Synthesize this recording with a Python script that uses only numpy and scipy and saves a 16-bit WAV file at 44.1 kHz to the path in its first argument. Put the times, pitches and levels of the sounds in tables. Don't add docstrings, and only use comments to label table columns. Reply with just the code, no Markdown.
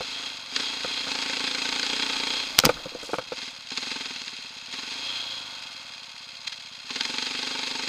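import sys
import numpy as np
from scipy import signal
from scipy.fft import rfft, irfft, next_fast_len
from scipy.io import wavfile
from scipy.ndimage import uniform_filter1d, map_coordinates

SR = 44100
rng = np.random.default_rng(int(sys.argv[2]) if len(sys.argv) > 2 else 0)


def file_out(sig):
    cols = np.atleast_2d(sig).T
    lim = np.clip(cols, -1, 1)
    pcm = np.round(lim * 32767).astype(np.int16)
    wavfile.write(sys.argv[1], SR, pcm)


N = 347508


def amp(db):
    return 10 ** (np.asarray(db) / 20)


def unit(x):
    return x / np.sqrt(np.mean(x ** 2) + 1e-20)


def noise():
    return rng.standard_normal(N)


def curve(rows):
    return np.interp(np.arange(N) / SR, *np.transpose(rows))


def wobble(knots_per_s):
    return map_coordinates(rng.standard_normal(8192), [np.arange(N) * knots_per_s / SR], mode="mirror")


def gesture(start_s, end_s, rise_s, fall_s):
    t = np.arange(N) / SR
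    return np.clip(np.minimum((t - start_s) / rise_s, 1 - (t - end_s) / fall_s), 0, 1)


def blows(times_s, sizes):
    samples = np.round(np.asarray(times_s) * SR).astype(int)
    return np.bincount(np.clip(samples, 0, N), sizes, N + 1)[:N]


def fading(pushes, decay_s):
    return signal.lfilter([1], [1, -np.exp(-1 / (SR * decay_s))], pushes)


def filtered(x, response):
    size = next_fast_len(N + SR // 2)
    return irfft(rfft(x, size) * response(np.fft.rfftfreq(size, 1 / SR)), size)[:N]


def colour(points, hz):
    points_hz, db = np.transpose(points)
    return amp(np.interp(np.log(hz + 1), np.log(points_hz), db))


def resonances(modes, hz):
    return np.array([amp(db) * 1j * hz * width / (centre ** 2 - hz ** 2 + 1j * hz * width)
                     for centre, width, db in modes])


def mode_power(modes, hz):
    return np.sum(np.abs(resonances(modes, hz)) ** 2, 0)


def ring(x, gain, size=8192):
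    cepstrum = irfft(np.log(np.abs(gain(np.fft.rfftfreq(size, 1 / SR))) + 1e-6))
    cepstrum[1:size // 2] *= 2
    cepstrum[size // 2 + 1:] = 0
    impulse = irfft(np.exp(rfft(cepstrum)))
    return signal.oaconvolve(x, impulse / np.linalg.norm(impulse))[:N]


# time in seconds, firings per second.
FIRING_RATE = [(0.006, 25.12), (0.26, 27.8), (0.469, 20.35), (0.612, 30.58), (0.819, 27.15), (0.95, 32.19),
               (1.04, 27.32), (1.162, 27.58), (1.468, 27.93), (1.821, 28.49), (1.933, 30.8), (2.256, 28.38),
               (2.359, 32.21), (2.622, 21.36), (3.35, 16.04), (3.369, 21.8), (3.707, 14.17), (3.845, 23.19),
               (4.247, 17.3), (4.453, 17.04), (4.639, 16.66), (5.106, 30.56), (5.24, 30.0), (5.39, 26.5),
               (5.492, 24.79), (6.018, 16.25), (6.407, 15.72), (6.654, 15.66), (6.846, 15.11),
               (7.032, 22.59), (7.195, 23.7), (7.461, 25.02), (7.61, 24.92), (7.691, 24.55), (7.896, 24.45)]


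def cycle_times(phase):
    cycles = np.cumsum(curve(FIRING_RATE)) / SR - 0.15
    return np.interp(np.arange(int(cycles[-1]) + 1) + phase, cycles, np.arange(N) / SR, right=N / SR)


def strokes(phase, scatter_db, jitter_s):
    times_s = cycle_times(phase)
    timing, size = rng.standard_normal((len(times_s), 2)).T
    return blows(times_s + jitter_s * timing, amp(scatter_db * size))


# start, rise time and release in seconds, opening 0-1, fall time in seconds.
TWISTS = [(-.1, 0.065, 0.27, 0.54, 0.13), (0.492, 0.065, 0.6, 1, 0.23), (0.6, 0.05, 1.3, 0.72, .1),
          (1.03, 0.061, 2.31, 1, 0.5), (3.3, 0.03, 3.49, 0.64, 0.04), (3.652, 0.068, 3.935, 0.87, 0.82),
          (4.66, 0.074, 4.75, 0.77, 0.7), (6.83, 0.11, 7.87, 0.92, 0.2), (7.0, .75, 7.1, 0.97, 0.11)]


def throttle_opening():
    return np.max([opening * gesture(start_s, release_s, rise_s, fall_s)
                   for start_s, rise_s, release_s, opening, fall_s in TWISTS], 0)


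def drive(rate, throttle, idle_db, doubling_db, open_db, idle_hz=16):
    return amp(idle_db + doubling_db * np.log2(rate / idle_hz) + open_db * throttle)


def chamber(hz, centre_hz=271, width_hz=146, valve_lead_s=0.002246):
    swing = centre_hz ** 2 - hz ** 2 + 1j * hz * width_hz
    return np.conj(swing) / swing * np.exp(2j * np.pi * hz * valve_lead_s)


# phase in cycles, level in dB.
PRESSURE_STEPS = [(0, 0), (0.299, -7.5), (0.66, -10.5)]
# centre in Hz, width in Hz, gain in dB.
SILENCER_MODES = [(144, 43, -5), (187, 30, -27), (258.7, 41, 8.5), (418, 36, 9.5), (468, 18, 4),
                  (867, 100, 2.5), (1077, 35, 8), (1555, 88, 15)]


def exhaust(rate, throttle, cool_hz=22, hot_hz=25, hot_shift=0.025):
    def silencer(hz):
        tilt = colour([(40, -10.5), (110, 2), (300, 3), (640, -11), (900, 0.5), (2000, -22)], hz)
        return np.sqrt(mode_power(SILENCER_MODES, hz)) * tilt

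    speed = rate / rate.max()
    pulses = sum(amp(db) * speed ** (4 * phase) * strokes(phase, scatter_db=1.54, jitter_s=0.00005)
                 for phase, db in PRESSURE_STEPS) * np.sqrt(SR / rate)
    heat = np.clip((rate - cool_hz) / (hot_hz - cool_hz), 0, 1)
    cool = ring(pulses * (1 - heat), silencer)
    hot = ring(pulses * heat, lambda hz: silencer(hz / (1 + hot_shift)))
    gain = drive(rate, throttle, idle_db=-65.5, doubling_db=0.96, open_db=22.5)
    return -gain * filtered(cool + hot, chamber)


# frequency in Hz, gain in dB.
BARK_SPECTRUM = [(120, -75), (420, -6.5), (520, 1.5), (620, -18), (760, -4.5), (895, 5), (1000, -8.5),
                 (1100, -2.5), (1180, -11), (1260, 2), (1360, -6), (1540, 3.5), (1750, -7), (2400, -0.5),
                 (4000, -5.5), (9000, -45)]


def bark(rate, throttle, steady=0.046, blow_db=-10):
    puff = fading(strokes(phase=0.023, scatter_db=1.1, jitter_s=0.00018), decay_s=0.0076)
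    blow = fading(strokes(phase=0.77, scatter_db=1.5, jitter_s=0.00021), decay_s=0.012)
    gas = unit((steady + puff + amp(blow_db) * blow) * noise())
    gain = drive(rate, throttle, idle_db=-66.5, doubling_db=1.5, open_db=27.4)
    return gain * ring(gas, lambda hz: colour(BARK_SPECTRUM, hz))


# centre in Hz, width in Hz, gain in dB before squaring.
INTAKE_MODES = [(7750, 1100, 3), (10000, 650, -11)]


def intake(rate, throttle):
    gain = drive(rate, throttle, idle_db=-96.5, doubling_db=9.9, open_db=35.8)
    return gain * ring(noise(), lambda hz: mode_power(INTAKE_MODES, hz))


# phase in cycles, open- and shut-throttle levels in dB, decay in seconds.
METAL_CONTACTS = [(0.051, -17, -25, 0.013), (0.14, -38, -14, 0.0062), (0.3, -31, -10, 0.0056),
                  (0.56, -22.5, -12, 0.0062), (0.768, -15, -15.5, 0.01)]


def contact_force(throttle, whirr=0.11, grain_db=2.5):
    hits = 0
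    for phase, open_db, shut_db, decay_s in METAL_CONTACTS:
        pushes = strokes(phase, scatter_db=2.5, jitter_s=0.0005)
        hits += amp(shut_db + (open_db - shut_db) * throttle) * fading(pushes, decay_s)
    force = hits + whirr * amp(grain_db * wobble(330))
    return force / np.sqrt(uniform_filter1d(force ** 2, size=8000))


# centre in Hz, width in Hz, gain in dB.
CASING_MODES = [(2144, 46, -0.5), (2570, 157, 2), (2760, 160, -6), (3246, 51, 5.5), (3560, 96, -0.5),
                (3794, 92, -3), (4137, 122, 4.5), (4590, 200, 1.5), (4760, 130, -3.5), (5000, 118, 0),
                (6540, 268, -6.5), (7980, 370, -16.5), (9830, 430, -24)]
# frequency in Hz, gain in dB.
CASING_BED = [(60, -35), (250, -55), (460, -48), (560, -23), (900, -9), (1800, -3), (2500, 0), (4800, 1.5),
              (5600, -8.5), (7000, -9.5), (8600, -65), (12000, -56), (15500, -48)]


def casing(hz, bed_db):
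    modes = np.linalg.norm(resonances(CASING_MODES, hz), ord=3, axis=0)
    shade = colour([(400, -14), (2000, -0.5), (8000, -1), (11000, -3), (15500, -19)], hz)
    return np.hypot(modes * shade, amp(bed_db) * colour(CASING_BED, hz))


def clatter(rate, throttle, force):
    gain = drive(rate, throttle, idle_db=-42.66, doubling_db=5.03, open_db=7.1)
    return gain * ring(force * noise(), lambda hz: casing(hz, bed_db=-7))


# phase in cycles, level in dB.
TAPPET_TICKS = [(0.66, -1.5), (0.54, 1), (0.31, -14)]
# frequency in Hz, gain in dB.
TICK_SPECTRUM = [(1500, -26), (4500, -4), (6600, 5), (8000, -5), (12000, -20.5), (15500, -29)]


def tappets(rate, throttle, decay_s=0.00098):
    pushes = sum(amp(db) * strokes(phase, scatter_db=2, jitter_s=0.0003) for phase, db in TAPPET_TICKS)
    gain = drive(rate, throttle, idle_db=-46, doubling_db=0, open_db=7)
    return gain * ring(fading(pushes, decay_s) * noise(), lambda hz: colour(TICK_SPECTRUM, hz))


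PUMP_STROKES = [(-0.04, -0.53), (0.1, 0.07), (0.379, 0.31)]
# centre in Hz, width in Hz, gain in dB.
PIPE_MODES = [(120, 48, 5), (210, 130, 0), (294, 100, 0)]


def pumping(rate, throttle):
    pulses = sum(push * strokes(phase, scatter_db=1.2, jitter_s=0.00012)
                 for phase, push in PUMP_STROKES) * np.sqrt(SR / rate)
    pipe = lambda hz: np.sqrt(mode_power(PIPE_MODES, hz)) * colour([(320, -1.5), (700, -20)], hz)
    return drive(rate, throttle, idle_db=-60, doubling_db=6.5, open_db=-1) * ring(pulses, pipe)


# frequency in Hz, gain in dB.
GEAR_SPECTRUM = [(250, -50), (400, -31), (480, -9.5), (540, 0), (600, -12.5), (690, -0.5), (790, -9.5),
                 (904, 3), (1300, -3.5), (1500, 2), (1800, -15), (5000, -33)]


def gears(rate, throttle):
    gain = drive(rate, throttle, idle_db=-54, doubling_db=10, open_db=-1.5)
    return gain * ring(noise(), lambda hz: colour(GEAR_SPECTRUM, hz))


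# centre in Hz, width in Hz, gain in dB.
SINGING_MODES = [(3220, 63, 0.5), (3306, 100, 2), (3820, 83, -5.5), (4135, 100, -1.5)]


def singing(rate, throttle, force, critical_hz=27, knee_hz=1.7, surge_db=11.5):
    tilt = [(1000, -31), (2400, 5.5), (4600, 1.5), (7000, -19)]
    modes = lambda hz: np.abs(resonances(SINGING_MODES, hz)).max(0) * colour(tilt, hz)
    surge = amp(surge_db / (1 + np.exp((critical_hz - rate) / knee_hz)))
    gain = drive(rate, throttle, idle_db=-52, doubling_db=9.6, open_db=-3)
    return gain * surge * ring(force * noise(), modes)


# time in seconds, level in dB.
HARD_CLACKS = [(0.562, -15), (0.596, -37), (1.117, -24), (1.395, -24), (1.689, -23.5), (1.795, -21),
               (1.829, -26), (1.864, -27), (2.024, -20), (2.123, -28), (2.303, -36), (3.705, -26),
               (3.774, -16.5), (4.009, -32), (4.056, -29), (4.16, -29.5), (4.217, -27), (4.28, -25.5),
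               (4.793, -28), (6.905, -23.5), (6.958, -21), (7.008, -17.5), (7.051, -20), (7.182, -23),
               (7.223, -25), (7.265, -25), (7.428, -26)]


def clacks(throttle, firing_db=-22, shut_db=-30, attack_s=0.0002, decay_s=0.0027):
    hard_s, hard_db = np.transpose(HARD_CLACKS)
    firing_s = cycle_times(0)
    firings = blows(firing_s, amp(firing_db - 0.1 * rng.uniform(0.17, 1, len(firing_s))))
    pushes = blows(hard_s, amp(hard_db)) + firings * amp(shut_db * (1 - throttle))
    force = fading(fading(pushes, decay_s), attack_s) / (SR * attack_s)
    return ring(force * noise(), lambda hz: casing(hz, bed_db=2))


# centre in Hz, width in Hz, gain in dB.
PATH_BANDS = [(345, 53, -4.5), (993, 77, -6), (2997, 150, -5.5), (3900, 72, 4.5), (4560, 91, -9)]


def path_to_helmet(hz):
    return amp(sum(db * np.exp(-(2 * (hz - centre) / width) ** 2) for centre, width, db in PATH_BANDS))


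# time in seconds, level in dB.
RUMBLE_LEVELS = [(0, -62), (2.3, -49), (2.9, -48.5), (3.5, -66), (4.5, -64), (5.3, -66), (6.7, -68),
                 (7.88, -55)]
# frequency in Hz, gain in dB.
RUMBLE_SPECTRUM = [(20, -7), (45, -12), (100, -26), (300, -7.5), (450, -21), (550, -7.5), (1200, -12),
                   (3000, -26.5), (12000, -35.5)]


def tyres(bump_db=1.5, bumps_per_s=9):
    gain = amp(curve(RUMBLE_LEVELS) + bump_db * wobble(bumps_per_s))
    return gain * ring(noise(), lambda hz: colour(RUMBLE_SPECTRUM, hz))


def whistle(hz=11090, db=-79):
    return amp(db) * np.sin(2 * np.pi * hz * np.arange(N) / SR)


# time in seconds, relative level in dB, hardness 0-1.
MAIN_JOLTS = [(.006, -19, 0.34), (.847, -24, 0.53), (1.066, -21, 0.3), (2.588, -25, 0.8),
              (2.637, -16, 0.66), (2.666, -9.5, 0.12), (2.691, -7, 0.32), (2.77, -35.5, 1), (2.857, -18, 0),
              (2.95, -21, 0), (3.03, -25.5, 0.17), (3.091, -23, 0.14), (3.133, -13, 0.14),
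              (3.141, -26.5, 0.7), (3.185, -16.5, 0.34), (3.321, -21, 0.28)]


def jolts(bounce_s=0.0064, bounce_db=-14.5, rough_s=(2.55, 3.25), count=6, small_hardness=0.15):
    bounces = np.add(MAIN_JOLTS, (bounce_s, bounce_db, 0))
    timing, size = rng.uniform(size=(count, 2)).T
    small_s = np.interp(np.arange(count) + timing, (0, count), rough_s)
    small_db = -40 + 6 * size
    small = np.column_stack([small_s, small_db, np.full(count, small_hardness)])
    return np.vstack([MAIN_JOLTS, bounces, small])


# centre in Hz, width in Hz, gain in dB.
MOUNT_MODES = [(50, 25, -15), (123, 41, -14.5), (190, 43, -12.5), (288, 53, -9), (511, 60, 3),
               (735, 83, -6.5), (878, 55, -2.5), (1290, 150, 0.5), (1476, 85, 0), (2340, 330, -8.5),
               (3300, 1500, -18)]


def mount(gain_db=12.5, scuff=0.25, scuff_decay_s=0.0065, soft_hz=650):
    times_s, db, hardness = np.transpose(jolts())
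    sizes = amp(db + gain_db)
    grit = noise()
    scuffed = lambda pushes: pushes + scuff * fading(pushes, scuff_decay_s) * grit
    hard = scuffed(blows(times_s, sizes * hardness))
    soft = scuffed(blows(times_s, sizes * (1 - hardness)))
    soft = filtered(soft, lambda hz: 1 / (1 + (hz / soft_hz) ** 4))
    shell = lambda hz: np.sqrt(mode_power(MOUNT_MODES, hz)) * colour([(5000, -4.5), (12000, -13)], hz)
    return ring(hard + soft, shell)


# start in seconds, length in seconds, level in dB.
TWIG_DRAGS = [(2.575, 0.12, -45), (3.018, 0.061, -45), (3.112, 0.027, -42)]
# frequency in Hz, gain in dB.
TWIG_SPECTRUM = [(1000, -43), (4000, 8.5), (8000, -0.5), (11000, -11), (15500, -24)]


def twigs(grain_db=5, grains_per_s=300):
    crackle = unit(amp(grain_db * wobble(grains_per_s)) * noise())
    pressure = sum(amp(db) * gesture(start_s, start_s + length_s, rise_s=0.017, fall_s=0.049)
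                   for start_s, length_s, db in TWIG_DRAGS)
    return pressure * ring(crackle, lambda hz: colour(TWIG_SPECTRUM, hz))


# time in seconds, blow and brush in dB, rebound delay in seconds, rebound in dB.
BRANCH_SLAPS = [(2.5885, 2.5, -18, .0105, -14), (2.6529, -2.5, -19, 0.0061, -12.5)]
# frequency in Hz, gain in dB.
SLAP_SPECTRUM = [(60, 6), (500, 2.5), (1500, 4), (2800, 8.5), (4200, 7), (5200, 10.5), (6200, 5),
                 (10000, -9), (15500, -19)]


def branch(brush_lead_s=0.0043):
    times_s, blow_db, brush_db, delay_s, rebound_db = np.transpose(BRANCH_SLAPS)
    pushes = blows(times_s, amp(blow_db))
    brush = fading(blows(times_s - brush_lead_s, amp(brush_db)), decay_s=0.0033)
    blow = fading(pushes, decay_s=0.0016)
    rebound = fading(blows(times_s + delay_s, amp(rebound_db)), decay_s=0.0033)
    snap = fading(pushes, decay_s=0.0004) * noise()
    return ring((brush + blow + rebound) * noise(), lambda hz: colour(SLAP_SPECTRUM, hz)) + snap


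# centre in Hz, width in Hz, gain in dB before squaring.
HELMET_MODES = [(46, 30, -4), (148, 53, -2), (260, 130, -3.5)]


def helmet_thud(at_s=2.646, db=-18, decay_s=0.01):
    push = fading(blows([at_s], [amp(db)]), decay_s) * noise()
    return ring(push, lambda hz: mode_power(HELMET_MODES, hz))


# time of peak in seconds, level in dB.
CHAIN_DRAGS = [(6.451, -39), (6.477, -25.5), (6.528, -30.5), (6.577, -39.5), (6.607, -39)]


def chain(rise_s=0.011, fall_s=0.01):
    drag = sum(amp(db) * gesture(peak_s - rise_s, peak_s, rise_s, fall_s) for peak_s, db in CHAIN_DRAGS)
    return ring(drag * noise(), lambda hz: casing(hz, bed_db=-3))


def lever(at_s=6.9, db=-17):
    modes = [(1080, 87, 9), (1430, 88, -20)]
    return ring(blows([at_s], [amp(db)]), lambda hz: resonances(modes, hz).sum(0))


def scene():
    rate = curve(FIRING_RATE)
    throttle = throttle_opening()
    force = contact_force(throttle)
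    engine = (exhaust(rate, throttle) + bark(rate, throttle) + intake(rate, throttle)
              + clatter(rate, throttle, force) + tappets(rate, throttle) + pumping(rate, throttle)
              + gears(rate, throttle) + singing(rate, throttle, force) + clacks(throttle) + chain())
    ride = branch() + helmet_thud() + twigs() + mount() + lever() + tyres()
    return np.tile(ring(engine, path_to_helmet) + ride + whistle(), (2, 1))


def record(dry):
    top_hz = 15500
    return np.array([filtered(side, lambda hz: hz < top_hz) for side in np.clip(dry, -1, 1)])


dry = scene()
out = record(dry)
file_out(out)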